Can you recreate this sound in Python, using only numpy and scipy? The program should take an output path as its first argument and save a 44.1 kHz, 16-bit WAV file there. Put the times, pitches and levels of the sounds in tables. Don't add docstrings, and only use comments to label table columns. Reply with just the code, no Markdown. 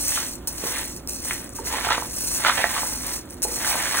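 import sys
import numpy as np
from scipy import signal
from scipy.fft import rfft, irfft
from scipy.io import wavfile

SR = 44100
rng = np.random.default_rng(int(sys.argv[2]) if len(sys.argv) > 2 else 0)


def generate_wav(signal):
    frames = np.transpose(np.atleast_2d(signal))
    scaled = np.clip(frames, -1, 1) * 32767
    pcm = np.round(scaled).astype(np.int16)
    wavfile.write(sys.argv[1], SR, pcm)


N = 176400
T = np.arange(N) / SR
HZ = np.fft.rfftfreq(N, 1 / SR)

# (frequency [Hz], relative level [dB])
RUMBLE_SPECTRUM = [(15, -6), (32, -10), (52, 3.5), (75, 1.5), (100, -4), (160, -3), (280, 0), (350, -3.5),
                   (430, -8), (570, -8), (850, -14.5), (1400, -17), (2800, -30.5), (16000, -26.5)]
# (frequency [Hz], level [dB])
HUM_PARTIALS = [(58, -48.5), (114, -54), (252, -51.5), (297, -53.5), (352, -53), (555, -56.5)]
# (frequency [Hz], t60 [s])
ROOM_T60 = [(200, 0.068), (2000, 0.19), (14000, 0.093)]
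# (frequency [Hz], lead of the left [rad])
STEREO_PHASE = [(20, 0), (250, -.2), (520, -.7), (800, .3), (1100, .05), (1500, .05), (2200, .6),
                (3000, 2.4), (4200, 2.5), (5000, 3.14), (6500, 4.7), (7800, 6.2), (8900, 6.3), (10300, 7.7),
                (11800, 9.3), (13000, 9.5), (14000, 10.7), (15700, 12.5)]
# (frequency [Hz], coherence [0-1])
STEREO_COHERENCE = [(20, .995), (100, .99), (300, .96), (750, .7), (1200, .93), (2000, .87), (2600, .45),
                    (3400, .45), (4200, .85), (5000, .98), (6500, .82), (8300, .98), (10800, .8),
                    (11900, .99), (13000, .99), (14400, .7), (15700, .95)]
# (frequency [Hz], left minus right [dB])
STEREO_BALANCE = [(70, 0), (200, -3.5), (420, -2.5), (680, -10), (1000, -5), (1300, -2.5), (2000, -2.5),
                  (2350, -6), (2900, 0), (3400, -2.5), (4800, 0), (16000, 0)]
# (frequency [Hz], relative level [dB], t60 [s])
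PAN_MODES = [(376.5, 0.5, 0.92), (479.5, 5, 0.66), (703, 6, 0.087), (858, -3, 0.66), (918, -2.5, .13),
             (1000, -12, 0.099), (1150, -15, 0.11), (1190, 1.5, 0.057), (1358, -1, 0.14), (1497, 6, 0.15),
             (1556, 5, 0.086), (1773, -7, 0.074), (2120, -5, 0.063), (2450, 1, 0.12)]
# (delay [s], gain [dB])
BOWL_ECHOES = [(.00072, -15), (.00114, -13), (.0019, -14), (.0033, -15)]
# (time [s], level [dB], excitation cutoff [Hz])
LANDINGS = [(.638, -48, 600), (1.592, -35, 450), (3.451, -39.5, 1090)]
# (time [s], peak level [dB], frequency [Hz], decay time [ms])
KNOCKS = [(0.1739, -15.5, 1800, 0.27), (0.1766, -18.5, 1290, .6), (.638, -19.5, 455, 1.3),
          (.652, -29, 380, 5.9), (1.253, -27, 1020, 0.2), (1.3096, -8, 2120, 0.21),
          (1.586, -28, 1250, 0.68), (1.589, -27, 930, 8.7), (1.671, -24, 2030, 1.2), (1.737, -20, 880, 2.4),
          (1.743, -24, 935, 3), (1.87, -14, 800, 1), (1.889, -13, 1290, 1.3), (1.9075, -9, 1000, 1),
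          (1.918, -12, 1330, 1.5), (1.9803, -10, 1020, 0.47), (2.023, -18.5, 1000, 0.89),
          (2.448, -10.5, 1380, 1.4), (2.466, -9, 1370, 2.3), (2.497, -6.5, 1310, 1.1),
          (2.591, -19, 700, 2.2), (2.602, -16, 880, 1.5), (2.641, -5, 1870, 1.2), (2.642, -9.5, 712, 2.4),
          (2.645, -19, 1140, 1.2), (2.765, -17.5, 1120, 1.9), (2.8323, -16, 930, 0.84),
          (3.449, -24, 446, 7.9), (3.451, -28, 840, 6), (3.646, -18, 1590, 1.8), (3.671, -22.5, 1170, 1.9),
          (3.717, -20, 2240, 1.2), (3.745, -20, 650, 3.2), (3.7549, -15, 890, 0.7), (3.856, -21, 1750, 1.9),
          (3.944, -20.5, 1220, 2.6), (3.972, -15, 1660, 0.98), (3.987, -17, 1420, 1.8)]
# (time [s], level [dB])
GRIND_LEVEL = [(0, -48), (.09, -42), (.17, -34.5), (.25, -39.5), (.35, -61), (.46, -68), (.5, -46),
               (.61, -46.5), (.64, -36), (.77, -31), (.87, -44.5), (.98, -59.5), (1.18, -60), (1.29, -39),
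               (1.38, -43.5), (1.56, -56.5), (1.66, -41.5), (1.735, -26), (1.81, -29), (1.87, -26),
               (1.895, -26), (1.91, -20.5), (1.935, -22), (1.965, -30.5), (2.03, -39), (2.08, -48),
               (2.29, -48.5), (2.432, -29.5), (2.452, -18), (2.492, -16.5), (2.53, -30.5), (2.61, -22),
               (2.68, -33.5), (2.77, -25), (2.83, -37), (3.01, -44), (3.07, -34), (3.14, -39.5),
               (3.23, -53), (3.42, -57), (3.46, -44), (3.595, -36), (3.645, -27.5), (3.9, -27), (4, -24.5)]
# (frequency [Hz], relative level [dB])
GRIND_SPECTRUM = [(100, -29.5), (380, -17), (520, -5), (720, -1.5), (1000, -0.5), (1400, -5.5), (1700, -1),
                  (2050, 0.5), (2600, -4), (3500, -3), (4500, -6.5), (7000, -14.5), (16000, -42)]
# (time [s], frequency [Hz])
BLADE_RESONANCE = [(.17, 1660), (.64, 910), (.77, 1870), (1.31, 1750), (1.745, 910), (1.84, 1780),
                   (1.875, 940), (1.92, 1200), (1.96, 1430), (2.02, 1000), (2.45, 1230), (2.51, 1350),
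                   (2.58, 1920), (2.64, 1930), (2.71, 1370), (2.78, 1340), (3.1, 990), (3.58, 900),
                   (3.62, 1770), (3.65, 1750), (3.68, 1160), (3.76, 1120), (3.87, 1790), (3.945, 1150),
                   (3.98, 1550)]
# (time [s], level [dB])
RASP_LEVEL = [(0, -64), (.17, -32.5), (.34, -62), (.58, -55.5), (.77, -36), (.95, -67), (1.2, -65),
              (1.3, -42), (1.5, -70), (4, -66)]
# (time [s], relative level [dB])
SNAPS = [(.082, 0), (0.4735, -3.5), (.4805, -11), (.964, -14.5), (1.0744, -9.5), (1.087, -25), (1.095, -10),
         (1.134, -13.5), (1.203, -18.5), (1.221, -28), (1.249, -13), (1.493, -20), (1.543, -36),
         (1.556, -21), (2.2742, -7.5), (3.3067, -19), (3.322, -28), (3.333, -25), (3.343, -25),
         (3.369, -27), (3.4207, -9), (3.438, -6)]
# (time [s], level [dB])
RICE_FLOW = [(0, -27.5), (.127, -23.5), (.347, -36), (.43, -71), (.468, -76), (.5, -38), (.56, -37.5),
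             (.666, -27.5), (.841, -32.5), (.98, -40.5), (1.069, -80), (1.085, -30), (1.12, -32),
             (1.22, -38), (1.25, -28.5), (1.354, -32.5), (1.53, -48.5), (1.56, -34), (1.62, -45.5),
             (1.669, -26.5), (1.709, -31.5), (2.06, -34.5), (2.185, -29), (2.367, -24.5), (2.427, -30.5),
             (2.881, -27.5), (2.986, -32), (3.16, -29), (3.265, -58), (3.32, -40), (3.415, -61),
             (3.47, -32), (3.554, -28), (3.629, -29), (3.684, -20.5), (3.744, -27.5), (3.939, -27.5),
             (4, -23.5)]
# (time [s], level [dB], hold [s], decay time [s])
DIGS = [(0.068, -29.5, 0.013, 0.0084), (0.472, -24, 0.009, 0.012), (1.074, -41, .004, 0.0097),
        (1.67, -26.5, 0.0038, 0.015), (2.262, -31, .015, 0.012), (3.424, -22.5, 0.021, 0.0031)]
# (frequency [Hz], relative level [dB])
RICE_SPECTRUM = [(100, -40), (500, -7.5), (1800, -15), (2700, -9.5), (3600, -13.5), (4500, -2),
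                 (5050, -3.5), (5900, 4.5), (6550, -1.5), (7200, -1), (7800, -2.5), (8550, 3), (9800, -1),
                 (10300, 2.5), (11100, -2), (12400, 5), (13500, -4.5), (15500, -2)]

GRAINS_PER_S, SLIPS_PER_S, REFERENCE_DB = 2200, 900, -30
GRAIN_TEXTURE = dict(crowding=1.3, spread_db=3, clump_db=2, clump_hz=164)
SLIP_TEXTURE = dict(crowding=.4, spread_db=2, clump_db=1.5, clump_hz=82)


def amp(db):
    return 10 ** (np.asarray(db) / 20)


def unit(x):
    return x / np.sqrt(np.mean(x ** 2) + 1e-20)


def curve(points):
    return np.interp(T, *np.transpose(points))


def at_hz(points, hz):
    f, value = np.transpose(points)
    return np.interp(np.log(hz + 1), np.log(f + 1), value)


def add(mix, start, sound):
    part = mix[round(start * SR):][:len(sound)]
    part += sound[:len(part)]


def convolve(x, response):
    return signal.oaconvolve(x, response[None] / np.linalg.norm(response), axes=1)[:, :N]


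def colour(x, spectrum, size=2048):
    log_gain = np.log(amp(at_hz(spectrum, abs(np.fft.fftfreq(size, 1 / SR)))))
    transfer = np.exp(np.conj(signal.hilbert(log_gain)))
    return convolve(x, np.fft.ifft(transfer).real[:size // 2])


def resonate(x, hz, width_hz):
    turn = np.exp(2j * np.pi * np.cumsum(hz) / SR)
    pole = np.exp(-np.pi * width_hz / SR)
    return (turn * signal.lfilter([np.sqrt(2 * (1 - pole * pole))], [1, -pole], x / turn)).real


def wander(low_hz, high_hz):
    white = rfft(rng.standard_normal(N))
    return unit(irfft(white * HZ / (HZ + low_hz) / (1 + (HZ / high_hz) ** 2), N))


def contacts(level_db, per_s, crowding, spread_db, clump_db, clump_hz):
    chance = np.minimum(per_s * amp(crowding * (level_db - REFERENCE_DB)) / SR, 1)
    strength = amp(spread_db * np.minimum(rng.exponential(1, N), 3.5))
    strength *= amp(clump_db * wander(9.4, clump_hz))
    impulses = (rng.random(N) < chance) * rng.choice([-1, 1], (2, N))
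    return unit(impulses * strength / np.sqrt(chance)) * amp(level_db)


def background(rumble_db=-40.5, waver_rad=0.66):
    hum = sum(amp(db) * np.sqrt(2) * np.sin(2 * np.pi * hz * T + waver_rad * wander(0.18, 2.1))
              for hz, db in HUM_PARTIALS)
    rumble = unit(colour(rng.standard_normal((2, N)), RUMBLE_SPECTRUM, size=8192))
    return amp(rumble_db) * rumble + np.outer([1, 0], hum)


def kitchen(x, gain_db=-9, gap_s=.005):
    hz, t, bands = signal.stft(rng.standard_normal(SR // 2), SR, nperseg=256)
    decay = amp(-60 * t / at_hz(ROOM_T60, hz)[:, None])
    tail = signal.istft(bands * decay, SR, nperseg=256)[1]
    return amp(gain_db) * convolve(x, tail * (T[:len(tail)] > gap_s))


def stereo_spread(x):
    coherence = np.clip(at_hz(STEREO_COHERENCE, HZ), 0, 1)
    shared, opposed = rfft(x) * np.sqrt([(1 + coherence) / 2, (1 - coherence) / 2])
    balance = amp(at_hz(STEREO_BALANCE, HZ))
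    left = (shared + opposed) * balance
    right = (shared - opposed) * np.exp(-1j * at_hz(STEREO_PHASE, HZ))
    return irfft(np.array([left, right]) * np.sqrt(2 / (1 + balance ** 2)), N)


def bowl(x):
    comb = 1 + sum(amp(db) * np.exp(-2j * np.pi * HZ * delay) for delay, db in BOWL_ECHOES)
    return irfft(rfft(x) * comb / np.sqrt(np.mean(abs(comb) ** 2)), N)


def pan(x, ring_db=-22.5):
    t = T[:SR // 4]
    ring = sum(amp(db - 60 * t / t60) * np.cos(2 * np.pi * hz * t) for hz, db, t60 in PAN_MODES)
    return x + amp(ring_db) * convolve(x, ring)


def landings(chatter_rad=.6, chatter_hz=45):
    out, t = np.zeros((2, N)), T[:SR // 2]
    for hz, db, t60 in PAN_MODES:
        jitter = chatter_rad * wander(10, chatter_hz)[:len(t)]
        mode = amp(db - 60 * t / t60) * np.sin(2 * np.pi * hz * t + jitter)
        for start, level_db, cutoff_hz in LANDINGS:
            add(out[0], start, amp(level_db) * mode / (1 + (hz / cutoff_hz) ** 6))
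    return out


def knocks(rise_s=0.0005, rattle_db=-22, rattle_s=0.013, size=2048):
    out, t = np.zeros((2, N)), T[:size]
    for start, db, hz, decay_ms in KNOCKS:
        envelope = (1 - np.exp(-t / rise_s)) * np.exp(-t * 1000 / decay_ms)
        blow = np.sin(2 * np.pi * hz * t) * envelope
        add(out[0], start, amp(db) * blow / abs(blow).max())
        burst = rng.standard_normal((2, size)) * np.exp(-t / rattle_s)
        for row, rattle in zip(out, convolve(burst, blow)):
            add(row, start, amp(db + rattle_db) * rattle)
    return out


def grinding(friction_db=-3.5, resonance_db=-11.5, width_hz=460, wobble=0.2):
    slips = contacts(curve(GRIND_LEVEL), SLIPS_PER_S, **SLIP_TEXTURE)
    friction = colour(slips, GRIND_SPECTRUM)
    pitch = curve(BLADE_RESONANCE) * np.exp(wobble * wander(8.9, 59))
    resonance = unit(resonate(friction, pitch, width_hz)) * friction.std()
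    return amp(friction_db) * friction + amp(resonance_db) * resonance


def rasping(centre_hz=3150, width_hz=1600):
    slips = contacts(curve(RASP_LEVEL), SLIPS_PER_S * 2, **SLIP_TEXTURE)
    pitch = np.full(N, centre_hz)
    band = resonate(slips, pitch, width_hz)
    return unit(resonate(band, pitch, width_hz)) * slips.std()


def snaps(decay_s=0.00064, size=512):
    out = np.zeros((2, N))
    for start, db in SNAPS:
        crack = rng.standard_normal(size) * np.exp(-T[:size] / decay_s)
        add(out[0], start, amp(db) * crack / abs(crack).max())
    return colour(out, RICE_SPECTRUM)


def rice_level():
    power = amp(curve(RICE_FLOW)) ** 2
    for start, db, hold, decay in DIGS:
        crunch = amp(db) * (T >= start) * np.exp(-np.maximum(T - start - hold, 0) / decay)
        power += crunch ** 2
    return 10 * np.log10(power)


def rice(kinds=12, click=0.48, wall_db=4.5, wall_s=0.0092, drift_db=0.6, drift_s=.04, gain_db=1):
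    impacts = contacts(rice_level(), GRAINS_PER_S, **GRAIN_TEXTURE)
    kind = rng.integers(0, kinds, N)
    out, t, tick_power = np.zeros((2, N)), T[:384], 0
    for k, hz in enumerate(np.linspace(3500, 15500, kinds)):
        tick = np.cos(2 * np.pi * hz * t) * np.exp(-t * hz) + click * (t == 0)
        echoes = rng.standard_normal(len(t)) * np.exp(-t / wall_s)
        tick += amp(wall_db) * np.convolve(tick, echoes / np.linalg.norm(echoes))[:len(t)]
        drift = np.interp(T / drift_s, np.arange(len(t)), rng.standard_normal(len(t)))
        out += convolve(impacts * (kind == k) * amp(drift_db * drift), tick)
        tick_power += abs(rfft(tick / np.linalg.norm(tick))) ** 2 / kinds
    mean_power = np.interp(HZ, np.fft.rfftfreq(len(t), 1 / SR), tick_power)
    whitened = irfft(rfft(out) / np.sqrt(mean_power), N)
    return amp(gain_db) * colour(whitened, RICE_SPECTRUM)


def scene():
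    grains = bowl(rice() + snaps() + rasping())
    stirring = grains + pan(grinding() + knocks()) + landings()
    return stereo_spread(stirring + kitchen(stirring) + background())


def record(dry):
    cutoff_hz = 15800
    lowpass = signal.firwin(511, cutoff_hz, window=("kaiser", 9), fs=SR)
    return signal.oaconvolve(dry, lowpass[None], "same")


dry = scene()
out = record(dry)
generate_wav(out)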